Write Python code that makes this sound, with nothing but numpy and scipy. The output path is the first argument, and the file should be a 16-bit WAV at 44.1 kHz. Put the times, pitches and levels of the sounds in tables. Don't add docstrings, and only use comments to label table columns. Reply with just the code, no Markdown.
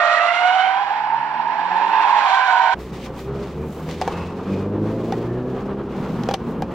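import sys
import numpy as np
from scipy import signal
from scipy.fft import rfft, irfft, next_fast_len
from scipy.io import wavfile
from scipy.ndimage import uniform_filter1d, minimum_filter1d, map_coordinates

SR = 44100
rng = np.random.default_rng(int(sys.argv[2]) if len(sys.argv) > 2 else 0)


def unload_wav(signal):
    wavfile.write(
        sys.argv[1],
        SR,
        np.round(np.clip(np.atleast_2d(signal).T, -1, 1) * 32767).astype(np.int16),
    )


N = 297230
T = np.arange(N) / SR
CUT_S, CUT_FADE_S = 2.742, .012

# time_s, pitch_hz, level_db, second_harmonic_db (over the fundamental)
LEADING_TYRE = [(0, 694.3, -18, -4), (.13, 697.5, -20, -6), (.22, 695, -20.5, -15), (.31, 700, -17, -12),
                (.38, 706.3, -23.5, -5), (.44, 723, -15.5, -7.5), (.6, 753, -16, -12.5),
                (.75, 768.6, -19, -11), (.85, 814.5, -24, -13.5), (1, 839, -24.5, -20),
                (1.15, 858.3, -25, -17), (1.5, 866.3, -25, -12.5), (1.75, 871.3, -22, -14),
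                (1.85, 875, -24, -10), (1.93, 877.2, -17.5, -18), (2.1, 859, -19.5, -20),
                (2.22, 828, -23.5, -16), (2.3, 773, -19, -9.5), (2.44, 763, -21.5, 0.5),
                (2.74, 763, -24, -3)]
# before_spin_db, after_spin_db
LEADING_OVERTONES = [(-19.5, -14), (-15.5, -21.5), (-27.5, -36.5)]
OVERTONES_GROW = 1
# time_s, pitch_hz, level_db
LOADED_TYRE = [(0, 626, -24), (.17, 628, -21.5), (.23, 650, -28), (.3, 670, -25.5), (.4, 702, -26),
               (.48, 720, -37.5), (.67, 725, -32), (.73, 745, -46), (1.3, 803, -49), (1.8, 807, -42.5),
               (1.95, 801, -35), (2.2, 784, -32.5), (2.4, 764, -32.5)]
# time_s, pitch_hz, level_db
INNER_TYRE = [(.7, 830, -48), (.95, 886.7, -23.5), (1.06, 899.4, -29.5), (1.15, 910, -18.5),
              (1.26, 918.3, -29.5), (1.34, 920, -28.5), (1.7, 925, -26), (2, 939.7, -23.5), (2.2, 943, -20),
              (2.47, 950, -34.5), (2.54, 940, -17.5), (2.74, 947, -18.5)]
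# peak_s, gain_db (over its squeal)
INNER_GRABS = [(1.134, 5.5), (1.234, 12), (1.398, 11), (1.473, 10), (2.166, 5)]
GRAB_S = .014
# time_s, pitch_hz, level_db
LIGHT_TYRE = [(.15, 900, -46.5), (.31, 926, -32), (.5, 942, -29.5), (.62, 958, -38), (.72, 979, -27.5),
              (.8, 1002, -25), (.92, 997, -33.5), (1.27, 1004, -33), (1.75, 1002, -29), (2, 1023, -24.5),
              (2.17, 1042, -22.5), (2.3, 1019, -21), (2.5, 1005, -21.5), (2.74, 1035, -28)]
# time_s, slip_hz, level_db
TREAD_RIB = [(.17, 667, -54), (.21, 674.3, -26.5), (.3, 692.4, -29.5), (.36, 702.7, -32), (.46, 730, -31.5),
             (.55, 738, -38.5), (.65, 762, -34), (.73, 795, -40), (.82, 832, -43), (.95, 844, -56),
             (1.1, 863, -80)]
# start_s, end_s, pitch_hz, fundamental_db, second_harmonic_db
HELD_NOTES = [(-.05, .28, 597.7, -30, -25.5), (0.032, .28, 648, -39, -25.5), (2.615, 2.708, 657, -31, -45)]
HELD_EDGE_S = .04
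# time_s, roughness (0-1)
SQUEAL_RAGGEDNESS = [(.35, .33), (.7, .44), (.95, .8), (2.1, .8), (2.35, .7)]
# time_s, force_db
SLIDE_FORCE = [(0.0, -37.5), (0.63, -41.5), (0.73, -47.5), (0.95, -49.5), (1.07, -55), (1.41, -55),
               (2.29, -37.5), (2.52, -40), (2.7, -41.5)]
FULL_SLIDE_DB = -39
# from_s, to_s
SPIN_UP = [0.59, 0.95]

# freq_hz, density_db (per Hz)
SLIDING_RUBBER = [(100, -60.5), (300, -33.5), (450, -25), (600, 0), (950, 3.5), (1180, 3), (1450, 5.5),
                  (1750, -3), (2150, 0), (2900, -7), (3400, -14.5), (5000, -20), (8000, -65.5)]
# freq_hz, density_db (per Hz)
SPINNING_RUBBER = [(100, -59.5), (450, -20.5), (570, -9), (720, 3), (950, 9), (1120, 2), (1300, 0.5),
                   (1600, 3.5), (1950, -1.5), (2300, -3.5), (2600, -4.5), (2950, -6.5), (3400, -17),
                   (5000, -18), (8000, -63.5)]
# freq_hz, density_db (per Hz)
GRIT_HISS = [(1880, -34), (3200, -3.5), (4140, -6.5), (4900, -17.5), (6730, -21.5), (12800, -52.5),
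             (15000, -56.5)]
SCRUB_DB, SCRUB_GROWS = -23.5, 0.51
GRIT_DB, GRIT_GROWS = -35, 1.1
# time_s, crankshaft_hz, firing_tone_db
FAR_ENGINE = [(.4, 39.96, -80.5), (.8, 61.76, -58.5), (1, 68.25, -50), (1.25, 73.6, -46),
              (1.5, 81.33, -43.5), (1.85, 96.68, -41.5), (2, 103.3, -47.5), (2.17, 107.5, -45),
              (2.4, 106, -76)]
# order (per turn), low_revs_db, high_revs_db
EXHAUST_ORDERS = [(2, 0, -4.5), (3, 1, -1.5), (4, -2, -1), (4.5, -18, -8), (5, -14.5, -3.5), (5.5, -18, -8),
                  (6, -11.5, -3.5), (8, -7, -1)]
# freq_hz, gain_db
TAILPIPE = [(80, 0.5), (150, -3.5), (190, 0), (220, -4), (270, -9), (320, -4), (360, -5.5), (400, 3.5),
            (440, -5), (500, -1.5), (620, 6), (700, 10), (900, 6)]
FAR_FRAY = .21
# freq_hz, density_db (per Hz)
OUTDOOR_AIR = [(25, -14.5), (70, -14), (130, -4.5), (220, 2.5), (500, 5), (1500, 5.5), (6000, -31.5),
               (15000, -34.5)]
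WALL_DB = -9
# freq_hz, left_right_likeness (0-1)
OUTDOOR_LIKENESS = [(200, 0.89), (700, 0.99), (2000, 0.3), (6000, 0.54), (12000, .3)]
# freq_hz, level_db
EAR_LEVEL = [(200, 0), (380, -1), (700, -5), (1290, -8.5), (2380, -10.5), (4400, 1.5), (8000, -14),
             (15000, 11)]
# freq_hz, lead_rad
EAR_PHASE = [(100, 1.5), (1400, 0.31), (2400, 1), (4100, -2.07), (4750, -2.5), (6200, -9), (14000, -14.5)]

# time_s, crankshaft_hz
CABIN_REVS = [(2.76, 30.4), (2.92, 32.03), (3.1, 29.3), (3.3, 33.43), (3.45, 33.58), (3.6, 37.06),
              (4.2, 43.15), (4.4, 46.2), (4.62, 49.41), (5, 55.95), (5.46, 63.28), (5.8, 67.63), (6, 66),
              (6.3, 59.4), (6.74, 57.75)]
# order (per turn), low_revs_db, high_revs_db
GROWL_ORDERS = [(1, -13, -4), (2.5, -27, -13.5), (3, -8, -5.5), (3.5, -19, -19.5), (4, 1, -2),
                (4.5, -15, -14), (5, -9, -6.5), (5.5, -11.5, -8.5), (6, -8.5, -4.5), (6.5, -11, -14),
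                (7, -10, -12), (7.5, -18, -15.5), (8, -11, -8.5), (9, -11.5, -14), (9.5, -20, -10.5),
                (10, -7, -16), (11, -17.5, -14), (12.1, -6.5, -10.5), (14, -10.5, -18.5), (15.5, -16, -18),
                (17.8, -10, -14), (20, -13, -20)]
# freq_hz, gain_db
CABIN_BOOM = [(60, 1), (68, -1.5), (75, -1), (81, -4), (87, 3), (95, -4.5), (100, -3), (106, 2.5),
              (114, -5), (123, 4.5), (129, -3), (134, -4)]
# freq_hz, gain_db
CABIN_RESONANCES = [(60, -12.5), (135, -5), (165, 0.5), (200, 1), (240, -4), (265, -1.5), (295, -3),
                    (340, 3), (375, 3), (405, 5), (445, 3), (480, -1), (520, 2), (570, -3.5), (620, -4),
                    (670, -4.5), (900, -6), (1400, -12)]
# start_s, end_s, load_db
THROTTLE = [(3.233, 3.413, 8.5), (3.528, 3.676, 6), (3.803, 4.032, 5), (4.11, 4.48, 4), (4.455, 5.18, 13),
            (5.181, 5.525, 9), (5.505, 5.818, 5.5)]
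PRESS_S, LIFT_S = 0.062, 0.061
FIRING_DB, FIRING_GROWS = -39, 0.72
GROWL_DB, GROWL_GROWS = -39, 0.8
CABIN_FRAY, CABIN_UNEVEN_DB = .1, 2.6

# start_s, ring_db, most_excited_hz, click_db
SHORT_KNOCKS = [(3.062, -29, 2000, -37.5), (3.89, -27, 2002, -38), (3.912, -36, 2008, -35),
                (4.014, -12, 960, -27.5), (4.02, -17, 945, -33), (4.077, -11.5, 899.6, -31.5),
                (5.123, -17.5, 770, -34), (6.235, -25.5, 605, -34), (6.288, -10.5, 630, -28.5),
                (6.3115, -15.5, 726, -32), (6.3376, -15.5, 597, -33), (6.3396, -17.5, 900, -22),
                (6.3416, -14, 600, -28), (6.622, -15.5, 740, -33.5)]
# freq_hz, level_db, decay_60db_s
KNOCK_MODES = [(510, 5.5, 0.032), (690, -17, 0.055), (770, 2, 0.057), (882, -1.5, 0.046),
               (1144, -13.5, 0.062), (1360, -11, 0.0088), (1700, -9, 0.038), (2360, -16, 0.081),
               (3295, -13.5, 0.043)]
# freq_hz, density_db (per Hz)
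CLICK_SPECTRUM = [(300, -11), (1500, 5), (3200, 2), (6000, -1), (8000, -14), (15500, -23.5)]
CLICK_LIFT_DB = 2.5
# start_s, freq_hz, level_db, decay_60db_s
TRIM_PINGS = [(4.018, 3450, -40, 0.021), (5.128, 1910, -35, 0.098), (6.2922, 2600, -28, 0.014),
              (6.3115, 6200, -37, 0.013), (6.3402, 3510, -21, 0.02), (6.3424, 3110, -12, 0.011)]
PUSH_DB, PUSH_S = -5, 0.00035
# peak_s, length_s, rub_db, fizz_db
SLEEVE_STROKES = [(2.824, 0.091, -50, -54), (2.964, 0.13, -46.5, -56.5), (3.052, 0.065, -43.5, -54.5),
                  (3.204, .11, -46, -50.5), (3.446, 0.22, -49, -61), (3.768, 0.29, -59.5, -53.5),
                  (3.919, 0.067, -45.5, -65), (4.092, 0.45, -46, -60), (4.541, .2, -49, -63),
                  (4.885, 0.14, -54, -65.5), (5.129, 0.32, -51, -60.5), (5.574, .25, -58.5, -69.5),
                  (5.993, 0.17, -54, -67.5), (6.214, 0.43, -52, -62.5), (6.501, 0.085, -64, -63),
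                  (6.74, 0.074, -54, -62)]
# freq_hz, density_db (per Hz)
CLOTH_RUB = [(1000, -17), (2000, 0.5), (2700, -2), (4000, -5), (6500, -12), (9000, -20.5), (15000, -42)]
# freq_hz, density_db (per Hz)
CLOTH_FIZZ = [(3000, -14), (7000, -0.5), (10000, -7), (15500, -1.5)]
REST_RUB_DB, REST_FIZZ_DB = -61.5, -70.5

# freq_hz, density_db (per Hz)
FLOOR_RUMBLE = [(20, -32), (35, -14), (60, 2.5), (100, -5), (165, 4.5), (235, 6), (330, -4), (480, -3),
                (700, -15.5), (1500, -58.5)]
RUMBLE_DB, RUMBLE_DB_PER_S = -41, 3
# peak_s, length_s, level_db
ROUGH_PATCHES = [(2.984, 0.15, -31.5), (3.621, 0.15, -30.5), (4.87, 0.39, -36), (6.01, 0.14, -28.5),
                 (6.172, 0.17, -25.5), (6.498, 0.1, -27.5), (6.6, 0.07, -27.5)]
# freq_hz, density_db (per Hz)
FLOOR_DRUMMING = [(25, -32), (55, -7), (100, -9.5), (165, 7), (235, 4.5), (320, -7), (450, -8.5),
                  (1000, -21.5), (2500, -52.5)]
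# freq_hz, density_db (per Hz)
TYRE_ROAR = [(250, -8.5), (480, -2), (600, -9.5), (750, -7.5), (1130, -9), (1450, -15.5), (2150, -26),
             (3000, -28.5), (6000, -50.5), (12000, -79)]
# time_s, level_db
TYRE_ROAR_LEVEL = [(2.77, -41), (3.4, -36.5), (3.75, -41), (4.05, -32.5), (4.35, -36), (5.1, -34.5),
                   (5.6, -37), (6.15, -31.5), (6.74, -36)]
# peak_s, length_s, freq_hz, level_db
TYRE_SQUEAKS = [(3.36, 0.15, 1284, -43), (3.608, 0.18, 2400, -56), (4.194, 0.073, 1019, -40.5),
                (4.209, 0.18, 2608, -45), (4.554, 0.19, 2450, -48.5), (5.343, 0.35, 1740, -50.5)]
# freq_hz, left_right_likeness (0-1)
CABIN_LIKENESS = [(60, .9995), (220, 0.99), (500, 0.99), (1200, 0.97), (2400, 0.82), (4400, .65),
                  (8000, 0.22), (14000, .05)]
DIP_S, DIP_LENGTH_S, DIP_DB = 6.372, 0.057, -8
TOP_HZ = 15830


def tyres():
    ragged, = curves(SQUEAL_RAGGEDNESS)

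    hz, db, second = curves(LEADING_TYRE)
    db = db + 1.4 * ragged * wobble(30)
    upper = [db + spin_up(*pair) + OVERTONES_GROW * slide_force() for pair in LEADING_OVERTONES]
    upper = np.array(upper) + np.interp(T, [.25, .48], [-9, 0])
    lead = squeal(hz, [db, db + second, *upper],
                  waver=0.01384 * ragged, jitter=0.0463 * ragged, flutter_db=3.4 * ragged)

    hz, db = curves(LOADED_TYRE)
    levels = [db - 8, db + spin_up(-7, 0), db + spin_up(0, -8), db - 13]
    loaded = squeal(hz, levels, waver=0.017 * ragged, jitter=0.05 * ragged, flutter_db=3.3)

    hz, db = curves(INNER_TYRE)
    db = db + sum(gain_db * swell(peak, GRAB_S) for peak, gain_db in INNER_GRABS)
    inner = squeal(hz, [db, db - 22.5], waver=0.014 * ragged, jitter=0.045 * ragged, flutter_db=3.0)

    hz, db = curves(LIGHT_TYRE)
    light = squeal(hz, [db, db - 24], waver=0.01607 * ragged, jitter=0.0505 * ragged, flutter_db=3.0)

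    hz, db = curves(TREAD_RIB)
    rib = squeal(hz, [db - 9.5, db - 8.5, db - 3, db - 2.5], waver=.005, jitter=.014, flutter_db=2.5)
    return lead + loaded + inner + light + rib + held_notes()


def squeal(hz, levels, waver, jitter, flutter_db):
    wavering_hz = hz * (1 + waver * wobble(55) + jitter * wobble(420))
    phase = 2 * np.pi * np.cumsum(wavering_hz) / SR
    grip = wobble(160)
    sound = 0
    for k, db in enumerate(levels, 1):
        flutter = unit(amp(flutter_db * grip + 1.1 * np.sqrt(k) * wobble(70)))
        stray = 0.7 * np.sqrt(k - 1) * wobble(70)
        sound = sound + amp(db) * flutter * np.sqrt(2) * np.sin(k * phase + stray)
    return sound


def held_notes():
    sound = 0
    for start, end, hz, *levels in HELD_NOTES:
        gate = np.clip(np.minimum(T - start, end - T) / HELD_EDGE_S + .5, 0, 1)
        sound = sound + gate * squeal(hz, levels, waver=.006, jitter=.022, flutter_db=2.6)
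    return sound


def slide_force():
    return curves(SLIDE_FORCE)[0] - FULL_SLIDE_DB


def spin_up(before, after):
    return np.interp(T, SPIN_UP, [before, after])


def scrub():
    force_db = slide_force()
    spin = spin_up(0, 1)
    sliding = np.sqrt(1 - spin) * rush(SLIDING_RUBBER, OUTDOOR_LIKENESS)
    spinning = np.sqrt(spin) * rush(SPINNING_RUBBER, OUTDOOR_LIKENESS)
    tearing = amp(SCRUB_DB + SCRUB_GROWS * force_db + 0.85 * wobble(40.1)) * (sliding + spinning)
    grit_gain = amp(GRIT_DB + GRIT_GROWS * force_db + 1.3 * wobble(40))
    return tearing + grit_gain * rush(GRIT_HISS, OUTDOOR_LIKENESS)


def far_exhaust():
    crank_hz, firing_db = curves(FAR_ENGINE)
    high = np.clip((crank_hz - 78) / 24, 0, 1)
    levels = [(k, firing_db + slow + high * (fast - slow)) for k, slow, fast in EXHAUST_ORDERS]
    return orders(crank_hz, levels, TAILPIPE, uneven_db=3, jitter=0.0041, rough=FAR_FRAY)


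def trackside():
    sound = echoes(tyres() + far_exhaust(), t60=0.4, wet_db=WALL_DB, low_hz=750)
    sound = sound + scrub() + amp(-41.5) * rush(OUTDOOR_AIR, OUTDOOR_LIKENESS)
    ear = np.array([[1], [-1]])

    def ears(hz):
        level = 2 / (1 + amp(-ear * along(EAR_LEVEL, hz)))
        return level * np.exp(.5j * ear * along(EAR_PHASE, hz))

    return filtered(sound * np.minimum(T / .002, 1), ears)


def engine():
    crank_hz, = curves(CABIN_REVS)
    load_db = 0
    for start, end, db in THROTTLE:
        taken_up = np.clip((T - start) / PRESS_S, 0, 1)
        shed = np.clip((T - end) / LIFT_S, 0, 1)
        load_db = load_db + db * (taken_up - shed)
    firing = orders(crank_hz, [(2, FIRING_DB + FIRING_GROWS * load_db)], CABIN_BOOM,
                    uneven_db=1.5, jitter=.003, rough=CABIN_FRAY)
    high = np.clip((crank_hz - 38) / 17, 0, 1)
    growl_db = GROWL_DB + GROWL_GROWS * load_db
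    levels = [(k, growl_db + slow + high * (fast - slow)) for k, slow, fast in GROWL_ORDERS]
    growl = orders(crank_hz, levels, CABIN_RESONANCES,
                   uneven_db=CABIN_UNEVEN_DB, jitter=0.0031, rough=CABIN_FRAY)
    return firing + growl


def orders(crank_hz, levels, colour, uneven_db, jitter, rough):
    phase = 2 * np.pi * np.cumsum(crank_hz * (1 + jitter * wobble(30))) / SR
    sound = 0
    for k, db in levels:
        fray = rough * np.sqrt(k)
        tone = np.sin(k * phase + rng.uniform(0, 2 * np.pi) + fray * wobble(40))
        tone = tone * unit(1 + fray * wobble(55))
        gain = amp(db + along(colour, k * crank_hz) + uneven_db * wobble(10))
        sound = sound + gain * np.sqrt(2) * tone
    return sound


def knocks():
    t = np.arange(SR // 5) / SR
    rings, contact = np.zeros(N + SR), np.zeros(N + SR)
    u = t / PUSH_S - 2
    push = amp(PUSH_DB) * (1 - 2 * u ** 2) * np.exp(-u ** 2)
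    click_decay = amp(-60 * t / 0.017) + amp(-15.5 - 60 * t / 0.12)
    for start, ring_db, focus_hz, click_db in SHORT_KNOCKS:
        ring = 0
        for hz, db, t60 in KNOCK_MODES:
            weight_db = -8 * min(2 * abs(np.log2(hz / focus_hz)), 1) + rng.normal(0, 1.3)
            mode_hz = hz * rng.normal(1, 0.029)
            mode = np.sin(2 * np.pi * mode_hz * t + rng.uniform(0, 2 * np.pi))
            ring = ring + amp(db + weight_db - 60 * t / t60) * mode
        at = slice(round(start * SR), round(start * SR) + len(t))
        rings[at] += amp(ring_db) * (push + ring * (1 - np.exp(-t / 0.0005)))
        contact[at] += amp(click_db) * click_decay
    for start, hz, db, t60 in TRIM_PINGS:
        at = slice(round(start * SR), round(start * SR) + len(t))
        rings[at] += amp(db - 60 * t / t60) * np.sin(2 * np.pi * hz * t)
    clicks = amp(CLICK_LIFT_DB) * contact[:N] * rush(CLICK_SPECTRUM, CABIN_LIKENESS)
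    return echoes(rings[:N], t60=0.039, wet_db=-17.0, low_hz=400) + clicks


def sleeves():
    rub, fizz = amp(REST_RUB_DB), amp(REST_FIZZ_DB)
    for peak, length, rub_db, fizz_db in SLEEVE_STROKES:
        stroke = swell(peak, length)
        rub = rub + amp(rub_db) * stroke
        fizz = fizz + amp(fizz_db) * stroke
    catches = unit(amp(1.4 * wobble(60) + 1.1 * wobble(350)))
    return catches * (rub * rush(CLOTH_RUB, CABIN_LIKENESS) + fizz * rush(CLOTH_FIZZ, CABIN_LIKENESS))


def squeaks():
    sound = 0
    for peak, length, hz, db in TYRE_SQUEAKS:
        slips = rng.standard_normal(N)
        tread = unit(filtered(slips, lambda f: 1 / (1 + ((f / hz - 1) / .04) ** 2)))
        sound = sound + amp(db) * swell(peak, length) * tread
    return sound


def road():
    rumble_db = RUMBLE_DB + RUMBLE_DB_PER_S * (T - CUT_S) + 0.6 * wobble(21)
    rumble = amp(rumble_db) * rush(FLOOR_RUMBLE, CABIN_LIKENESS)
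    patches = sum(amp(db) * swell(peak, length) for peak, length, db in ROUGH_PATCHES)
    drumming = patches * rush(FLOOR_DRUMMING, CABIN_LIKENESS)
    roar_db = curves(TYRE_ROAR_LEVEL)[0] + 2.34 * wobble(25)
    return rumble + drumming + amp(roar_db) * rush(TYRE_ROAR, CABIN_LIKENESS)


def echoes(x, t60, wet_db, low_hz):
    t = np.arange(SR // 2) / SR
    tail = rng.standard_normal((2, len(t))) * amp(-60 * t / t60) * (t > .004)
    tail /= np.linalg.norm(tail, axis=1, keepdims=True)
    wet = signal.fftconvolve(x[None], tail, axes=1)[:, :N]
    return x + amp(wet_db) * filtered(wet, lambda hz: hz ** 2 / (hz ** 2 + low_hz ** 2))


def rush(spectrum, likeness):
    def mid_side(hz):
        turn = np.arccos(np.clip(along(likeness, hz), -1, 1)) / 2
        return amp(along(spectrum, hz)) * [np.cos(turn), np.sin(turn)]

    mid, side = filtered(rng.standard_normal((2, N)), mid_side)
    return unit(np.array([mid + side, mid - side]))


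def filtered(x, response):
    m = next_fast_len(N + SR // 4)
    return irfft(rfft(x, m) * response(np.fft.rfftfreq(m, 1 / SR)), m)[..., :N]


def wobble(rate):
    s = T[::16]
    knots = rng.standard_normal(N // 16)
    return np.interp(T, s, map_coordinates(knots, [s * rate + 2], mode="wrap"))


def swell(peak, length):
    return np.exp(-(2 * (T - peak) / length) ** 2)


def curves(rows):
    s, *columns = np.transpose(rows)
    return [np.interp(T, s, column) for column in columns]


def along(points, hz):
    f, v = np.transpose(points)
    return np.interp(np.log(hz + 1), np.log(f + 1), v)


def amp(db):
    return 10 ** (np.asarray(db) / 20)


def unit(x):
    return x / np.sqrt(np.mean(x ** 2) + 1e-20)


def scene():
    inside = np.clip((T - CUT_S) / CUT_FADE_S + .5, 0, 1)
    cabin = echoes(engine(), t60=0.055, wet_db=-28.5, low_hz=234)
    cabin = cabin + knocks() + sleeves() + squeaks() + road()
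    dip = amp(DIP_DB * swell(DIP_S, DIP_LENGTH_S))
    return (1 - inside) * trackside() + inside * dip * cabin


def record(dry):
    needed = np.minimum(1, .8 / (np.abs(dry).max(axis=0) + 1e-9))
    gain = uniform_filter1d(minimum_filter1d(needed, size=400), size=400)
    return filtered(dry * gain, lambda hz: hz < TOP_HZ)


dry = scene()
out = record(dry)
unload_wav(out)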